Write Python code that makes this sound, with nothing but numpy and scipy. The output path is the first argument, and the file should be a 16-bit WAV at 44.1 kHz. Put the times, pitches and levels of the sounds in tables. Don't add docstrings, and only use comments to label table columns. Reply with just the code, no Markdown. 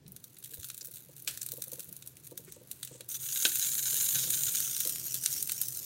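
import sys
import numpy as np
from scipy import signal
from scipy.fft import rfft, irfft, next_fast_len
from scipy.io import wavfile
from scipy.ndimage import map_coordinates

SR = 44100
rng = np.random.default_rng(int(sys.argv[2]) if len(sys.argv) > 2 else 0)


def log_audio(samples):
    frames = np.atleast_2d(samples).T
    limited = np.clip(frames, -1, 1)
    pcm = np.round(limited * 32767).astype(np.int16)
    wavfile.write(sys.argv[1], SR, pcm)


N = 257984
TIME = np.arange(N) / SR
AGE = np.arange(SR // 5) / SR

# (frequency [Hz], level [dB])
WET_TONE = [(300, -13), (950, -26), (1520, -3), (2000, -10), (2600, -3.5), (3200, -4), (3800, 4), (4400, 0),
            (5200, -7), (5800, 1.5), (6500, 5.5), (7500, 3.5), (8500, 5.5), (11000, 8), (16000, 8.5)]
# (frequency [Hz], level [dB])
PAN_TONE = [(300, -30), (850, -28.5), (1250, -24), (1540, -8.5), (1980, -19), (2350, -11), (2600, -15.5),
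            (2900, -9), (3350, -8), (3930, -1.5), (4500, -10.5), (5850, -7.5), (6350, 4), (6750, 2.5),
            (7120, 5.5), (7750, -10), (16000, -9)]
# (time [s], pitch [ratio])
PAN_TUNING = [(3.1, 0.94), (3.6, 1.0), (4.55, 0.99), (5.1, 0.77)]


def amp(db):
    return 10 ** (np.asarray(db) / 20)


def unit(x):
    return x / np.sqrt(np.mean(x ** 2) + 1e-20)


def peak_one(x):
    return x / np.max(np.abs(x))


def noise(length=N):
    return rng.standard_normal(length)


def fade(t60):
    return np.exp(-np.log(1000) * AGE / t60)


def note(hz):
    return np.sin(2 * np.pi * (hz * AGE + rng.random()))


def swell(s, width_s):
    return np.exp(-((TIME - s) / width_s) ** 2)


def wobble(rate):
    return map_coordinates(noise(4096), [TIME * rate], mode="wrap")


def add(track, s, sound):
    part = track[max(round(s * SR), 0):][:len(sound)]
    part += sound[:len(part)]


def band(x, lo_hz, hi_hz):
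    return signal.sosfilt(signal.butter(3, [lo_hz, hi_hz], "band", fs=SR, output="sos"), x)


def colour(x, tone, size=4096):
    hz, db = np.transpose(tone)
    gain = amp(np.interp(np.log(np.fft.rfftfreq(size, 1 / SR) + 1), np.log(hz), db))
    fold = 1 + np.sign(size // 2 - np.arange(size))
    fold[0] = 1
    response = irfft(np.exp(rfft(irfft(np.log(gain)) * fold)))
    return signal.fftconvolve(x, response)[:len(x)]


def gliding(x, tone, tuning, size=512):
    hz, t, spectrum = signal.stft(x, SR, nperseg=size)
    points, db = np.transpose(tone)
    place = np.log((hz[:, None] + 1) / np.interp(t, *np.transpose(tuning)))
    gain = amp(np.interp(place, np.log(points), db))
    return unit(signal.istft(spectrum * gain, SR, nperseg=size)[1][:N])


def patchy(x, depth_db, width_hz, hold_s, size=1024):
    hz, t, spectrum = signal.stft(x, SR, nperseg=size)
    grid = np.meshgrid(hz / width_hz, t / hold_s, indexing="ij")
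    patches = map_coordinates(noise((256, 256)), grid, mode="wrap")
    return signal.istft(spectrum * amp(depth_db * patches), SR, nperseg=size)[1][:N]


def crackle(rate, spread_db, t60, bed, rise_s=0.00086):
    bursting = rng.random(N) < rate / SR
    sizes = amp(spread_db * np.minimum(noise(), 2))
    puff = fade(t60) * (1 - np.exp(-(AGE / rise_s) ** 2))
    power = np.abs(signal.fftconvolve(bursting * sizes ** 2, puff ** 2)[:N])
    return unit(np.sqrt(power / power.mean() + bed) * noise())


def room(gain_db=2, waver_db=1.02):
    # (time [s], level [dB])
    loudness = [(0.0, -65.5), (0.4, -64.5), (1.8, -62), (3.0, -63), (4.2, -56), (5.85, -59)]
    # (frequency [Hz], level [dB])
    tone = [(20, -77), (35, -40), (55, -19), (105, -10.5), (130, 1.5), (160, -9), (230, -17), (330, -15),
            (450, -20), (800, -30.5), (2000, -31.5), (6000, -32.5), (16000, -45)]
    db = np.interp(TIME, *np.transpose(loudness))
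    return amp(db + gain_db + waver_db * wobble(5.2)) * unit(colour(noise(), tone))


def walls(x, echo_db=-17, t60=0.61):
    tail = noise(len(AGE)) * fade(t60) * (AGE > 0.004)
    return x + amp(echo_db) * signal.fftconvolve(x, tail / np.linalg.norm(tail))[:N]


def rumble():
    # (middle [s], width [s], level [dB])
    pushes = [(.09, 0.11, -56.5), (1.9, 0.03, -55), (2.42, 0.12, -60.5), (4.24, 0.15, -58.5)]
    # (frequency [Hz], level [dB])
    tone = [(40, -21), (90, -1.5), (165, 3.5), (280, -11.5), (420, -11.5), (700, -30), (2000, -57)]
    return sum(amp(db) * swell(s, width_s) for s, width_s, db in pushes) * unit(colour(noise(), tone))


def thuds(rise_s=0.0039, t60=0.076):
    # (time [s], level [dB], pitch [Hz])
    hits = [(0.078, -55, 188), (0.586, -45, 87), (2.477, -49, 374), (2.914, -46, 148), (4.16, -40, 137),
            (4.272, -43, 137)]
    out = np.zeros(N)
    shape = fade(t60) * (1 - np.exp(-AGE / rise_s))
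    for s, db, hz in hits:
        add(out, s, amp(db) * peak_one(np.sin(2 * np.pi * hz * AGE) * shape))
    return out


def bumps(swell_s=0.0027, gain_db=2, lead_s=0.00412, note_t60=0.032, scuff_db=-6, scuff_s=0.011):
    # (time [s], level [dB], main note [Hz])
    hits = [(0.52, -57, 455), (0.575, -55, 494), (0.818, -58, 485), (0.879, -55, 492), (1.091, -50, 512),
            (1.53, -44, 484), (1.579, -44.5, 490), (1.673, -52, 517), (1.726, -43, 498), (1.78, -50, 490),
            (1.888, -54, 456), (2.317, -42.5, 490), (2.391, -51.5, 476), (2.564, -47, 485),
            (2.613, -49, 504), (2.911, -48.5, 497), (2.948, -49, 500), (3.004, -46.5, 503),
            (3.93, -48, 490), (4.24, -50, 496), (4.273, -46.5, 511), (4.854, -44, 492), (4.877, -51, 520)]
    # (pitch [Hz], level [dB], fade time [s])
    wood_notes = [(147.4, -10, 0.09), (305.6, -11.5, 0.077), (358.5, -12.5, 0.19), (577, -9, 0.027),
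                  (923, -17, 0.022), (1178, -26, 0.035)]
    out = np.zeros(N)
    push = (AGE / swell_s) ** 2 * np.exp(-AGE / swell_s)
    for s, db, main_hz in hits:
        wood = np.zeros(len(AGE))
        for hz, level, t60 in [*wood_notes, (main_hz, 0, note_t60)]:
            shape = peak_one(signal.fftconvolve(push, fade(t60))[:len(AGE)])
            wood += amp(level) * shape * note(hz)
        scuff = peak_one(band(AGE * np.exp(-AGE / scuff_s) * noise(len(AGE)), 245, 630))
        add(out, s - lead_s, amp(db + gain_db) * peak_one(wood + amp(scuff_db) * scuff))
    return out


def swishes():
    # (middle [s], level [dB], width [s])
    rubs = [(2.525, -55.5, 0.056), (2.935, -55, 0.058)]
    # (frequency [Hz], level [dB])
    tone = [(1000, -16), (2700, -2.5), (5000, -5), (6800, 6), (8300, 9), (9800, -6), (16000, -28)]
    grain = crackle(rate=250, spread_db=3, t60=0.02, bed=0.3)
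    return sum(amp(db) * swell(s, width_s) for s, db, width_s in rubs) * unit(colour(grain, tone))


def scrapes():
    # (middle [s], width [s], level [dB], pitch [ratio])
    slides = [(2.484, 0.013, -56, 0.33), (4.226, 0.061, -38, 0.89)]
    # (frequency [Hz], level [dB])
    tone = [(1000, -21), (2700, -14.5), (3700, -2), (5600, -2.5), (6600, 4), (9000, -9)]
    out = np.zeros(N)
    for s, width_s, db, pitch in slides:
        rasp = colour(noise(), [(hz * pitch, level) for hz, level in tone])
        out += amp(db) * swell(s, width_s) * unit(rasp)
    return out


def skid(start_s=1.279, db=-37, t60=0.4):
    # (frequency [Hz], level [dB])
    tone = [(350, -12), (600, -10), (943, -22), (1590, -4.5), (2670, -14), (4360, -0.5), (5430, -4),
            (9650, 0), (15800, -1.5)]
    grit = crackle(rate=400, spread_db=4, t60=0.012, bed=0.5)
    shape = amp(db - 60 * np.abs(TIME - start_s) / t60) * (TIME > start_s)
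    return shape * unit(colour(grit, tone))


def taps(lag_s=0.00051, chatter_db=-23, rattle_db=-13, knock_db=2, thump_hz=328, table_gain_db=3):
    # (time [s], level [dB], table thump [dB], length [ratio], ring against crack [dB])
    hits = [(1.2755, -21.5, -61, 1.0, -15), (3.3592, -24.5, -66, 0.69, -1), (3.4512, -8.5, -35.5, 0.79, -4),
            (4.154, -25, -48.5, 3.3, -6)]
    # (pitch [Hz], level [dB], fade time at length 1 [s])
    dish_notes = [(1544, 17, 0.028), (2270, -4, 0.073), (2890, -25, 0.04), (3220, -18, 0.015),
                  (3820, 31, 0.011), (4120, 8.5, 0.051), (4100, 0, 0.015), (4896, 3, 0.094),
                  (6460, -5, 0.088), (6500, 13, 0.057), (7300, -22, .025)]
    # (frequency [Hz], level [dB])
    crack_tone = [(30, -60), (150, -24), (300, -4), (540, -10), (900, -13), (1200, -7.5), (1500, 5),
                  (2000, -5), (2550, 6.5), (3900, 4), (5000, 3.5), (6600, -4), (8000, 0), (16000, -18.5)]
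    out = np.zeros(N)
    for s, db, thump_db, length, ring_db in hits:
        ring = sum(amp(level + rng.normal(0, 0.53)) * fade(t60 * length) * note(hz)
                   for hz, level, t60 in dish_notes)
        contacts = (AGE == 0) + amp(chatter_db) * noise(len(AGE)) * fade(0.059 * length)
        ring = peak_one(signal.fftconvolve(ring, contacts)[:len(AGE)])
        grit = colour(noise(len(AGE)), crack_tone)
        crack = peak_one(grit * (fade(0.01 * length) + amp(rattle_db) * fade(0.13 * length)))
        knock = peak_one(band(noise(len(AGE)) * fade(0.095), 220, 860))
        table = peak_one(np.sin(2 * np.pi * thump_hz * AGE) * fade(0.14) + amp(knock_db) * knock)
        dish = amp(ring_db) * ring + crack
        add(out, s + lag_s, amp(db) * dish + amp(thump_db + table_gain_db) * table)
    return out


def smear(gain_db=1, resting_db=-60.5, fade_in_s=0.33, rise_s=0.025, relax_s=0.026):
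    # (start [s], length [s], level [dB])
    strokes = [(0.4, 0.6, -53.5), (1.155, 0.022, -52.5), (1.37, 0.47, -54), (1.873, 0.12, -63),
               (2.227, 0.029, -55), (2.374, 0.06, -63), (2.704, 0.14, -62)]
    effort = amp(resting_db) * np.minimum(TIME / fade_in_s, 1)
    for s, length, db in strokes:
        rise = 1 - np.exp(-np.maximum(TIME - s, 0) / rise_s)
        relax = np.exp(-np.maximum(TIME - s - length, 0) / relax_s)
        effort += amp(db) * rise * relax
    ticks = crackle(rate=200, spread_db=3.2, t60=0.014, bed=0.12)
    ticks = patchy(ticks, depth_db=2, width_hz=717, hold_s=0.03)
    return amp(gain_db) * effort * unit(colour(ticks, WET_TONE))


def scratches():
    # (middle [s], level [dB], pitch [Hz], width [s], band width [Hz])
    slips = [(0.445, -51.5, 3650, 0.006, 1400), (0.628, -49, 6740, 0.0061, 1700),
             (0.816, -40, 6000, 0.0054, 2400), (1.418, -36, 6800, 0.0038, 2390),
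             (5.2612, -18, 7300, 0.001, 3600)]
    return sum(amp(db) * swell(s, width_s) * unit(band(noise(), hz - span / 2, hz + span / 2))
               for s, db, hz, width_s, span in slips)


def clicks(early_s=0.01, lag_s=0.0018, rise_s=0.0005, lead_in_s=0.003, lead_in_share=0.17, tint_db=1.8):
    # (time [s], level [dB], brightness [dB])
    hits = [(0.063, -52, -11), (0.0784, -45.5, 6), (0.119, -48.5, 11.5), (0.1626, -37.5, 0.5),
            (0.2402, -36.5, 3.5), (0.367, -45, -8), (0.385, -47, 9.5), (0.4247, -47, -4), (0.4386, -41, 4),
            (0.444, -37.5, 3.5), (0.458, -40, -2), (0.508, -55, 4), (0.535, -36.5, -4), (0.5406, -37, 8),
            (0.558, -52, 11), (0.598, -39.5, 0), (0.63, -34, -1), (0.643, -35, -4), (0.648, -38, 5),
            (0.6853, -38.5, 2), (0.6998, -30, -4), (0.744, -36, 1), (0.7766, -37, 3.5),
            (0.809, -36.5, -1.5), (0.846, -35.5, 4.5), (0.854, -41, 10), (0.87, -43, 8), (0.91, -48, 11),
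            (0.938, -40, 6), (0.944, -45, 6), (0.957, -39.5, 4), (1.164, -42, 3), (1.198, -42.5, 4),
            (1.2218, -44, 9), (1.246, -45, 5), (1.2742, -23.5, -4), (1.281, -26, 2), (1.373, -30, 0),
            (1.4161, -29, 1), (1.429, -29, 2), (1.4622, -30, 2.5), (1.487, -32, 1), (1.518, -30, 4),
            (1.536, -38, 8), (1.574, -46.5, 13), (1.6202, -28, 2.5), (1.6385, -34.5, 5), (1.68, -43, 8),
            (1.717, -35.5, 7), (1.7316, -32, 4), (1.7932, -33.5, 4), (1.803, -31.5, 0), (1.8427, -46, 9),
            (1.8885, -48, 10), (1.9254, -40, 7.5), (1.9644, -40, 6), (2.023, -38, -1.5), (2.061, -51, 12),
            (2.0732, -35.5, 4), (2.168, -42, -1), (2.268, -41.5, 3), (2.272, -42, 2), (2.3096, -45, 1.5),
            (2.3754, -29.5, 3.5), (2.447, -48, 6), (2.521, -38, 3), (2.672, -50, 6), (2.7128, -28.5, 2.5),
            (2.829, -26.5, -4), (2.848, -32.5, 2.5), (2.8733, -37, -3), (3.0066, -33, -6), (3.0884, -36, 9),
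            (3.5545, -21, 2), (4.3032, -21.5, 3.5), (4.602, -23, 2), (4.764, -26, -1), (4.8018, -22.5, 4),
            (4.8043, -21.5, -2), (4.8496, -25, 2), (4.8722, -22.5, 6), (4.8935, -25, 4), (4.957, -27, -2.5),
            (5.1278, -37, 5), (5.1417, -22.5, 3), (5.236, -27.5, 4.5), (5.2594, -20, -5),
            (5.3185, -27.5, 4), (5.3534, -37, 2), (5.362, -31, 2.5), (5.425, -24.5, 5.5), (5.473, -29.5, 5),
            (5.4939, -23.5, -5), (5.518, -22.5, 3), (5.564, -35, 2), (5.614, -21, 5), (5.6827, -29, 6),
            (5.771, -33, 8)]
    out = np.zeros(N)
    decay = amp(-6) * fade(0.0065) + amp(-11) * fade(0.036) + amp(-29) * fade(0.29)
    before = np.minimum(AGE - early_s, 0)
    attack = (1 - lead_in_share) * np.exp(before / rise_s) + lead_in_share * np.exp(before / lead_in_s)
    shape = np.interp(AGE - early_s, AGE, decay) * attack
    for s, db, bright_db in hits:
        wet = colour(noise(len(AGE)), [(hz, level + rng.normal(0, tint_db)) for hz, level in WET_TONE])
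        body = amp(-8.5 - bright_db) * unit(band(wet, 760, 4800))
        middle = amp(-1) * unit(band(wet, 5100, 8580))
        sheen = amp(1.4 + bright_db) * unit(band(wet, 8400, 21600))
        add(out, s + lag_s - early_s, amp(db) * shape * (body + middle + sheen))
    return out


def spitting(rise_s=0.00046, t60=0.015, spray_db=-3):
    # (time [s], level [dB])
    drops = [(3.596, -21.5), (3.7529, -22), (3.8335, -26), (3.9002, -25), (3.9439, -22), (3.968, -22.5),
             (4.011, -27), (4.061, -25.5), (4.09, -28), (4.147, -22), (4.435, -20.5), (4.55, -22),
             (4.556, -23.5)]
    force = sum(amp(db - 60 * np.maximum(TIME - s, 0) / t60) * np.exp(np.minimum(TIME - s, 0) / rise_s)
                for s, db in drops)
    hiss = noise()
    spray = amp(spray_db) * unit(colour(hiss, WET_TONE))
    return force * unit(gliding(hiss, PAN_TONE, PAN_TUNING) + spray)


def frying_strength(full_db=-34.5, simmer_db=-46, sputter_db=-40.5, sputter_s=0.092):
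    # (middle [s], width [s], level change [dB])
    surges = [(3.65, 0.14, -0.1), (3.83, 0.17, -2), (4.04, 0.077, 2), (4.26, 0.061, -3), (5.33, 0.075, 6)]
    start_s, catch_s, full_s, ease_s = 3.086, 3.19, 3.425, 4.3
    rise_db_per_s, fall_db_per_s = 45, 10
    db = full_db - rise_db_per_s * np.maximum(full_s - TIME, 0)
    db -= fall_db_per_s * np.maximum(TIME - ease_s, 0)
    db += sum(lift * swell(s, width_s) for s, width_s, lift in surges)
    steady = np.hypot(amp(db), amp(simmer_db))
    caught = np.interp(TIME, [start_s, catch_s], [0, 1]) * np.interp(TIME - catch_s, [0, 0.025], [0.3, 1])
    progress = np.clip((TIME - start_s) / sputter_s, 0, 1)
    sputter = amp(sputter_db) * 2 * np.sqrt(progress * (1 - progress))
    return np.hypot(steady * caught, sputter)


def frying(spray_db=2, whistle_db=-10, grit_db=4, dry_from_s=4.52, dry_to_s=4.95):
    # (frequency [Hz], level [dB])
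    spray_tone = [(1000, -26), (4500, -19), (5900, -19.5), (7100, 2), (7800, -7), (8250, 5), (8900, -3),
                  (9500, -3), (10900, -6), (11900, 2), (14000, 1.5), (16000, -1.5)]
    # (time [s], pitch [Hz])
    whistle_path = [(3.1, 9600), (3.7, 10200), (4.15, 10400), (4.42, 9300), (5.85, 9000)]
    # (frequency [ratio], level [dB])
    whistle_tone = [(0.65, -60), (0.91, -12), (0.97, 0), (1.03, 0), (1.08, -13), (2, -60)]
    # (frequency [Hz], level [dB])
    dry_tone = [(300, -20), (1000, -26), (1500, -15.5), (2000, -17), (3000, -9.5), (3500, -10.5),
                (4000, -8.5), (5000, -5), (5600, 2), (6900, 2.5), (7700, -2.5), (8200, 1), (9400, 2.5),
                (10000, -5), (11200, -0.5), (12400, 2.5), (16000, -1.5)]
    bubbles = crackle(rate=900, spread_db=2.5, t60=0.012, bed=0.4)
    pops = crackle(rate=150, spread_db=4.5, t60=0.011, bed=0.008)
    fizz = unit(bubbles + amp(-8) * pops) * amp(0.5 * wobble(40))
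    bursts = crackle(rate=110, spread_db=2.2, t60=0.028, bed=0.22)
    pan = patchy(gliding(bursts, PAN_TONE, PAN_TUNING), depth_db=2.2, width_hz=200, hold_s=0.025)
    whistle = patchy(gliding(fizz, whistle_tone, whistle_path), depth_db=2.8, width_hz=220, hold_s=0.04)
    spray = patchy(colour(fizz, spray_tone), depth_db=1.7, width_hz=200, hold_s=0.05)
    hiss = unit(pan) + amp(spray_db) * unit(spray) + amp(whistle_db) * unit(whistle)
    grit = crackle(rate=450, spread_db=3.4, t60=0.011, bed=0.28) * amp(1.4 * wobble(30))
    grit = unit(patchy(colour(grit, dry_tone), depth_db=3.3, width_hz=300, hold_s=0.03))
    dryness = np.interp(TIME, [dry_from_s, dry_to_s], [0, 1])
    return frying_strength() * (np.sqrt(1 - dryness) * hiss + np.sqrt(dryness) * amp(grit_db) * grit)


def scene():
    contacts = walls(clicks() + scratches() + spitting() + taps() + bumps() + thuds())
    return (contacts + smear() + skid() + scrapes() + rumble() + swishes() + frying() + room())[None]


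def record(dry):
    top_hz = 15800
    size = next_fast_len(N + SR // 2)
    return irfft(rfft(dry, size) * (np.fft.rfftfreq(size, 1 / SR) < top_hz), size)[:, :N]


dry = scene()
out = record(dry)
log_audio(out)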